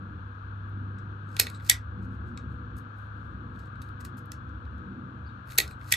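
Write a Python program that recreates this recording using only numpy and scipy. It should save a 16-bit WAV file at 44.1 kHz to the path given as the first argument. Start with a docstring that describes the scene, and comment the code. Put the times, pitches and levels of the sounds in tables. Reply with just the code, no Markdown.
"""Small wooden boat cabin: a hand wire stripper of steel and plastic clamps, snaps and springs open twice.
Its snaps and the ticks of levers and cable ends are noise bursts ringing modes; sliding is grainy noise through
the same modes; the return spring squeaks. Far machinery hums through the hull (wavering tones, shaped noise), a
small fan hisses by the left microphone port, water and town wash faintly through the hatch (coloured noise),
and a bird chirps once outside (swept sine)."""
import sys
import numpy as np
from scipy import signal
from scipy.fft import rfft, irfft, next_fast_len
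from scipy.io import wavfile
from scipy.ndimage import map_coordinates

SR = 44100
rng = np.random.default_rng(int(sys.argv[2]) if len(sys.argv) > 2 else 0)


def put_to_file(sound):
    """Save the sound as 16-bit audio at rate SR, in the file named by the first command-line argument."""
    columns = np.atleast_2d(sound).T  # one column per channel
    safe = np.clip(columns, -1, 1)
    whole_steps = np.round(safe * 32767)
    wavfile.write(sys.argv[1], SR, whole_steps.astype(np.int16))


N = 262924
TIME_S = np.arange(N) / SR

# modes of the steel jaws: center_hz, width_hz, level_db
JAW_MODES = [(5157, 600, -2.5), (6320, 520, 1), (7100, 1400, -1.5), (7940, 740, 4), (8400, 1200, -1.5)]
# modes of the blade edges: center_hz, width_hz, level_db
EDGE_MODES = [(9500, 900, -4), (10800, 700, -1), (11500, 900, 0), (12400, 900, -4), (13500, 1200, -8),
              (15100, 900, -11)]


def amp(db):
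    """Gain of a level in dB."""
    return 10 ** (np.asarray(db) / 20)


def unit(x):
    """x at rms 1."""
    return x / np.sqrt(np.mean(np.abs(x) ** 2) + 1e-20)


def along(points, hz):
    """(Hz, value) points interpolated on a log frequency axis."""
    point_hz, values = np.transpose(points)
    return np.interp(np.log(hz + 1), np.log(point_hz + 1), values)


def curves(rows):
    """One value per sample for each column after the time."""
    time_s, *columns = np.transpose(rows)
    return [np.interp(TIME_S, time_s, column) for column in columns]


def wobble(rate_hz):
    """Smooth random curve with rate_hz knots a second."""
    knots = rng.standard_normal(int(N * rate_hz / SR) + 4)
    return map_coordinates(knots, [TIME_S * rate_hz])


def filtered(x, response):
    """x times a complex response of frequency, by padded FFT."""
    size = next_fast_len(x.shape[-1] * 5 // 4)
    spectrum = rfft(x, size) * response(np.fft.rfftfreq(size, 1 / SR))
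    return irfft(spectrum, size)[..., :x.shape[-1]]


def resonances(modes, spread_db=0):
    """Sum of damped modes of alternating sign, their strengths scattered at random by spread_db."""
    strengths = amp(spread_db * rng.standard_normal(len(modes)))

    def response(hz):
        total = 0
        for k, (strength, (center_hz, width_hz, db)) in enumerate(zip(strengths, modes)):
            damping = 1j * hz * width_hz
            total = total + (-1) ** k * strength * amp(db) * damping / (center_hz ** 2 - hz ** 2 + damping)
        return total
    return response


def noise(spectrum, channels):
    """Unrelated noises of one colour, rms 1."""
    white = rng.standard_normal((channels, N))
    return unit(filtered(white, lambda hz: amp(along(spectrum, hz))))


def lag(hz):
    """Phase of the travel between ports; none inside the aligned band, above it counted from its top."""
    travel_s, aligned_from_hz, aligned_to_hz = .000262, 1300, 7630
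    delayed_hz = np.where(hz < aligned_from_hz, hz, np.maximum(hz - aligned_to_hz, 0))
    return np.exp(-2j * np.pi * delayed_hz * travel_s)


def ports(paths, far_db):
    """Paths from the right end, from the left end and in antiphase, heard at the left and right ports."""
    # antiphase part between the ports: frequency_hz, gain_db
    unlike_gain = [(300, -25.5), (600, 1), (900, -7), (1500, -8), (2000, -1.5), (4000, -9.5), (6000, -2.5),
                   (7500, -14.5), (16000, -17.5)]
    near, far = paths[0], amp(far_db) * paths[1]
    unlike = filtered(paths[2], lambda hz: amp(along(unlike_gain, hz)))
    left = filtered(near, lag) + far + unlike
    right = near + filtered(far, lag) - unlike
    return np.array([left, right])


def cabin(x):
    """Wooden walls answer after a soft gap and mix all directions; a new noise tail every quarter second."""
    # decay of the cabin: frequency_hz, t60_s
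    decay = [(500, 0.36), (1500, .15), (4000, 0.15), (10000, 0.11), (16000, 0.086)]
    onset_s = .0071
    out, step = np.zeros((3, N + SR)), SR // 4
    for start in range(0, N, step):
        white = rng.standard_normal((3, len(x), SR // 5))
        hz, t_s, bins = signal.stft(white, SR, nperseg=128)
        fading = bins * amp(-60 * t_s / along(decay, hz)[:, None])
        tail = signal.istft(fading, SR, nperseg=128)[1]
        tail = tail * (1 - np.exp(-(np.arange(tail.shape[-1]) / SR / onset_s) ** 2))
        tail = tail / np.linalg.norm(tail[0])
        wet = signal.fftconvolve(x[None, :, start:start + step], tail, axes=2).sum(axis=1)
        out[:, start:start + wet.shape[1]] += wet
    return out[:, :N]


def tone(rows, waver_db):
    """Sine on a pitch and rms level curve, the level wavering at random."""
    hz, db = curves(rows)
    level = np.sqrt(2) * amp(db + waver_db * wobble(12))
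    return level * np.sin(2 * np.pi * np.cumsum(hz) / SR)


def machinery():
    """Two tones over noise that booms in the hull and murmurs in the panels; the right port leads."""
    # main engine tone: time_s, pitch_hz, level_db
    hum = [(0, 97.41, -43), (.4, 99.44, -41.5), (.8, 98.88, -36.5), (.95, 99.4, -39), (1.66, 100.6, -41.5),
           (2.04, 102.3, -40.5), (2.4, 102.2, -45), (2.8, 102.8, -44.5), (3.4, 101.5, -44),
           (3.87, 99.13, -43.5), (4.3, 100.1, -47.5), (5, 97.04, -49.5), (5.3, 100.3, -47),
           (5.55, 101, -53), (5.96, 98.9, -43)]
    # second, weaker tone: time_s, pitch_hz, level_db
    drone = [(0, 124, -82.5), (.9, 125.5, -51.5), (1.5, 122.8, -62), (2.4, 125.5, -50.5),
             (3.05, 126, -58.5), (3.3, 128.2, -50.5), (4.4, 124.1, -51), (5.5, 123.7, -51),
             (5.96, 123.8, -49.5)]
    # boom colour: frequency_hz, level_db_per_hz
    boom_spectrum = [(18, -42), (25, -27), (32, -27), (40, -20), (50, -14), (62, -4), (70, 0), (80, -4),
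                     (90, -13), (125, -16), (145, -40), (250, -140)]
    # boom of the hull: time_s, level_db
    hull_level = [(0, -46.5), (.55, -50), (1, -45.5), (1.28, -55.5), (1.41, -39), (1.55, -50), (2, -41),
                  (2.35, -41), (2.65, -41.5), (2.88, -51), (3.35, -41), (3.67, -47), (4.28, -50),
                  (4.4, -45), (5, -47), (5.96, -48.5)]
    # panel modes before the power below: center_hz, width_hz, level_db
    panel_modes = [(137, 33, -0.5), (164, 54, -2), (193.6, 13, 1.5), (232, 27, -3), (256.5, 28, -1.5),
                   (306.7, 20, -4), (353.9, 20, -6.5), (394, 25, -10.5), (488, 49, -10)]
    # murmur of the panels: time_s, level_db
    panel_level = [(0, -45), (.15, -53.5), (.75, -47.5), (1.4, -48.5), (1.88, -52), (1.97, -44.5),
                   (2.16, -47), (2.42, -43.5), (2.95, -51), (3.5, -46.5), (3.6, -51), (4.2, -48.5),
                   (4.63, -52), (4.86, -44), (5.15, -46), (5.45, -53.5), (5.96, -51.5)]
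    panels = resonances(panel_modes)
    white = rng.standard_normal((2, N))
    murmur = unit(filtered(white, lambda hz: np.abs(panels(hz)) ** 1.94))
    murmur = amp(curves(panel_level)[0] + 1.5 * wobble(6)) * murmur
    boom = amp(curves(hull_level)[0] + 2.6 * wobble(7.6)) * noise(boom_spectrum, channels=2)
    main, stray = boom + murmur
    main = main + tone(hum, waver_db=1.04) + tone(drone, waver_db=2.5)
    stray = amp(-19) * stray
    return np.array([amp(.4) * filtered(main, lag) + stray, main - stray])


def fan():
    """Air rushes at the left port and leaks, dull and inverted, to the right; two thin blade tones."""
    # rush colour: frequency_hz, level_db_per_hz
    rush_spectrum = [(500, -44), (800, -21.5), (1000, -11), (1200, -1.5), (1400, -1.5), (1650, -3),
                     (1850, -27.5), (2050, -30), (2500, -24), (4250, -30), (4850, -44.5), (6200, -46),
                     (7500, -57), (9000, -79)]
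    # blade tones: pitch_hz, peak_level_db
    blade_tones = [(1367, -66.5), (3417, -74.5)]
    rush = amp(-46.0 + 0.47 * wobble(3.5)) * noise(rush_spectrum, channels=1)[0]
    blades = sum(amp(db + 2 * wobble(5)) * np.sin(2 * np.pi * hz * TIME_S) for hz, db in blade_tones)
    left = rush + blades
    leak = filtered(left, lambda hz: -amp(-15) / (1 + (hz / 2200) ** 4))
    return np.array([left, leak])


def air():
    """Far wash of water and town through the hatch: slowly wavering coloured noise."""
    # wash colour: frequency_hz, level_db_per_hz
    wash_spectrum = [(250, -20), (450, -2), (700, -6), (1400, 4), (1700, -7.5), (2000, -18), (3000, -26),
                     (5000, -41), (8000, -43), (12000, -44.5), (14000, -54), (16000, -53.5)]
    return amp(-57.0 + .8 * wobble(4.6)) * ports(noise(wash_spectrum, channels=3), far_db=-5.5)


def body(opening):
    """Modes of the plastic body, squeezed or springing open."""
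    # center_hz, width_hz, squeezed_db, opening_db
    body_modes = [(446, 150, -12, -24.5), (880, 220, -15, -21.5), (1600, 170, -5.5, -11),
                  (1935, 80, 2, 3.5), (2224, 170, -2.5, -0.5), (2576, 260, -1.5, -6.5),
                  (3457, 260, -4.5, -2.5), (3800, 394, -1, -7), (4490, 400, -4, -12)]
    return [(hz, width_hz, open_db if opening else shut_db) for hz, width_hz, shut_db, open_db in body_modes]


def snap_contacts():
    """Every snap is a chain of contacts: lead-in, blow, knock of the body, rebound."""
    # blow_s, level_db, lead_in_db, rebound_db, chain (zero: six contacts, any other value: seven)
    snaps = [(1.3975, -8.5, 3.5, -10, 0.0051), (1.6967, -6, 0.5, -4, 1), (5.5836, -11.5, -1.5, 0, 0),
             (5.9224, -9.5, 5, 2.5, 1)]
    # both chains: after_blow_s, jaws_db, body_re_jaws_db, edges_re_jaws_db, length_s
    six_contacts = [(-.0064, -13.5, 1.5, 2.5, .016), (-.0031, -4, -5.5, -9, .016), (0, -2, -7, 9, .008),
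                    (.0013, 0, 2, 1, .01), (.0045, -10, 9, -4, .008), (.0175, -9.5, 3.5, -8.5, .007)]
    seven_contacts = [(-.0056, -23.5, 1.5, -6.5, .008), (-.0027, -18.5, 5, -8, .008),
                      (0, -1, -6, 3.5, .006), (.0016, 0, -2.5, -5.5, .008),
                      (.0042, -16.5, 5.5, -14.5, .009), (.0153, -21.5, 14, -8.5, .008),
                      (.0187, -23.5, 10.5, -5, .009)]
    chain_out = []
    for blow_s, db, lead_db, rebound_db, chain in snaps:
        for after_s, step_db, *rest in (seven_contacts if chain else six_contacts):
            level_db = db + step_db + lead_db * (after_s < 0) + rebound_db * (after_s > .01)
            chain_out.append((blow_s + after_s, level_db, *rest))
    return chain_out


def contacts():
    """Each contact is a short rattle of noise ringing jaws, body and edges at new mode strengths."""
    # single ticks of levers and cable ends: start_s, jaws_db, body_re_jaws_db, edges_re_jaws_db
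    ticks = [(0.692, -81, -1, 15), (0.9846, -57, 3, -19), (0.9911, -60.5, -5, -25), (1.2897, -62, 4, -3),
             (1.3661, -31.5, 2.5, -3), (1.4675, -35, 10.5, -2.5), (1.499, -46, 1.5, 5),
             (1.5462, -51, 7.5, -12), (1.5979, -61.5, 14, -10), (1.6065, -61, 10, -13),
             (2.374, -40.5, 3, -28.5), (2.3815, -61, -2, -14.5), (2.7672, -59, -10, 7), (3.559, -68, 12, 0),
             (3.7554, -67, 14, -25), (3.8174, -45.5, 2.5, -3.5), (3.823, -54, 2, 6), (3.888, -57.5, 4, -2),
             (4.0084, -52.5, -2, -5), (4.0493, -39.5, -2, 0), (4.171, -58, -14, 1.5), (4.1793, -57, 0, 3),
             (4.2565, -61.5, -12.5, 5), (4.3178, -34.5, -5, -5), (4.4922, -64, 3, -11),
             (4.6525, -67.5, 12.5, -5), (4.7803, -64, 3.5, -8), (5.491, -56.5, 9, 0), (5.505, -51.5, 9, -6),
             (5.5198, -43.5, 3, -9), (5.5565, -49, -5, 2), (5.6772, -43.5, 1, -5), (5.7102, -56, 13, 8),
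             (5.8127, -58.5, 12, -12)]
    # spans in which the body rings as opening: start_s, end_s
    opening_spans = [(1.59, 1.9), (5.79, 6)]
    tick_length_s, attack_s = .013, .00025
    out, t_s = np.zeros((3, N + SR)), np.arange(1500) / SR
    events = snap_contacts() + [(*tick, tick_length_s) for tick in ticks]
    for start_s, db, body_db, edges_db, length_s in events:
        envelope = amp(-60 * t_s / length_s) * (1 - np.exp(-t_s / attack_s))
        rattle = rng.standard_normal((3, len(t_s))) * envelope
        plastic = body(any(begin < start_s < end for begin, end in opening_spans))
        span = slice(round(start_s * SR), round(start_s * SR) + len(t_s))
        for modes, part_db in ((JAW_MODES, 0), (plastic, body_db), (EDGE_MODES, edges_db)):
            ring = filtered(rattle, resonances(modes, spread_db=1.5))
            mean_peak = np.abs(ring).max(axis=1).mean()
            out[:, span] += amp(db + part_db - 1.0) * ring / mean_peak
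    return out[:, :N]


def slides():
    """Friction of levers, insulation and fingers: grainy noise through the modes, late swell and late fade."""
    # start_s, loudest_s, end_s, level_db, body_db, edges_db
    strokes = [(1.26, 1.385, 1.4, -62.5, -1.5, -6.5), (1.39, 1.413, 1.6, -65, -3, -6),
               (1.6, 1.69, 1.71, -54.5, -1, -2), (2.0, 2.033, 2.075, -77, -6.5, -5.5),
               (2.069, 2.126, 2.17, -84, -7, -1), (2.23, 2.27, 2.33, -84, 1, -5),
               (2.47, 2.516, 2.58, -88, -7, 0.5), (2.751, 2.772, 2.81, -70.5, -8, 5),
               (2.9, 3.0, 3.1, -88, -3, 3), (3.14, 3.177, 3.44, -92.5, -3, 0),
               (3.5, 3.58, 3.72, -78.5, 3.5, -5), (3.8, 3.816, 3.93, -80.5, -3.5, 0.5),
               (3.997, 4.008, 4.025, -62.5, 2.5, -0.5), (4.039, 4.052, 4.075, -61.5, -2, -2),
               (4.161, 4.183, 4.2, -68, -6.5, 3), (5.45, 5.516, 5.6, -63.5, 3, 4),
               (5.58, 5.599, 5.76, -67, -0.5, 1.5), (5.79, 5.918, 5.93, -56.5, 0.5, -0.5)]
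    range_db, swell_power, fade_power, grain_db = 32.5, 1.5, 3.5, 4
    out, grain = np.zeros((3, N)), wobble(400) + 0.5 * wobble(45)
    for start_s, top_s, end_s, db, body_db, edges_db in strokes:
        span = slice(round(start_s * SR), round(end_s * SR))
        t_s = TIME_S[span]
        swell = np.clip((top_s - t_s) / (top_s - start_s), 0, 1) ** swell_power
        fade = np.clip((t_s - top_s) / (end_s - top_s), 0, 1) ** fade_power
        grit = amp(grain_db * grain[span]) * rng.standard_normal(out[:, span].shape)
        parts = ((body(False), body_db), (JAW_MODES, 0), (EDGE_MODES, edges_db))
        rubbed = sum(amp(part_db) * unit(filtered(grit, resonances(modes))) for modes, part_db in parts)
        out[:, span] += amp(db - range_db * (swell + fade)) * rubbed
    return out


def squeaks():
    """Return spring as the handles ease back: rough narrow rings at its pitch and octave."""
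    # start_s, end_s, pitch_hz, level_db
    spring_squeaks = [(1.499, 1.503, 4142, -51), (1.535, 1.578, 4000, -61), (5.694, 5.741, 4040, -66)]
    out = np.zeros((3, N))
    for start_s, end_s, hz, db in spring_squeaks:
        span = slice(round(start_s * SR), round(end_s * SR))
        slip = rng.standard_normal(out[:, span].shape) * np.hanning(span.stop - span.start) ** .3
        out[:, span] = amp(db) * unit(filtered(slip, resonances([(hz, 200, 0), (2 * hz, 300, -4)])))
    return out


def stripper():
    """The tool on the right: direct sound plus the cabin's answer."""
    tool = contacts() + slides() + squeaks()
    direct = amp(1.0) * ports(tool, far_db=-13)
    reverberant = amp(-11.0) * ports(cabin(tool), far_db=-4)
    return (direct + reverberant) * amp([[-.6], [.6]])


def bird():
    """One thin chirp, up and down, rough by pitch and level jitter, with a late weak overtone."""
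    # time_s, pitch_hz, level_db
    chirp = [(5.235, 3670, -90), (5.25, 3900, -73), (5.262, 4460, -65), (5.272, 4920, -70),
             (5.28, 4340, -64), (5.29, 3800, -66), (5.3, 3760, -70), (5.31, 3900, -73), (5.32, 3700, -90)]
    hz, db = curves(chirp)
    phase = 2 * np.pi * np.cumsum(hz + 70 * wobble(300)) / SR
    sings = (TIME_S > chirp[0][0]) * (TIME_S < chirp[-1][0])
    overtone = amp(-24.5) * (TIME_S > 5.283) * np.sin(2 * phase)
    call = amp(db + 2.5 * wobble(220)) * sings * (np.sin(phase) + overtone)
    return call + amp(-3) * cabin(call[None])[:2]


def scene():
    """All sources at the two ports."""
    return machinery() + fan() + air() + stripper() + bird()


def record(dry):
    """Steep low-pass at the band limit of the microphone ports."""
    top_hz = 15800
    return filtered(dry, lambda hz: 1 / (1 + (hz / top_hz) ** 80))


dry = scene()
out = record(dry)
put_to_file(out)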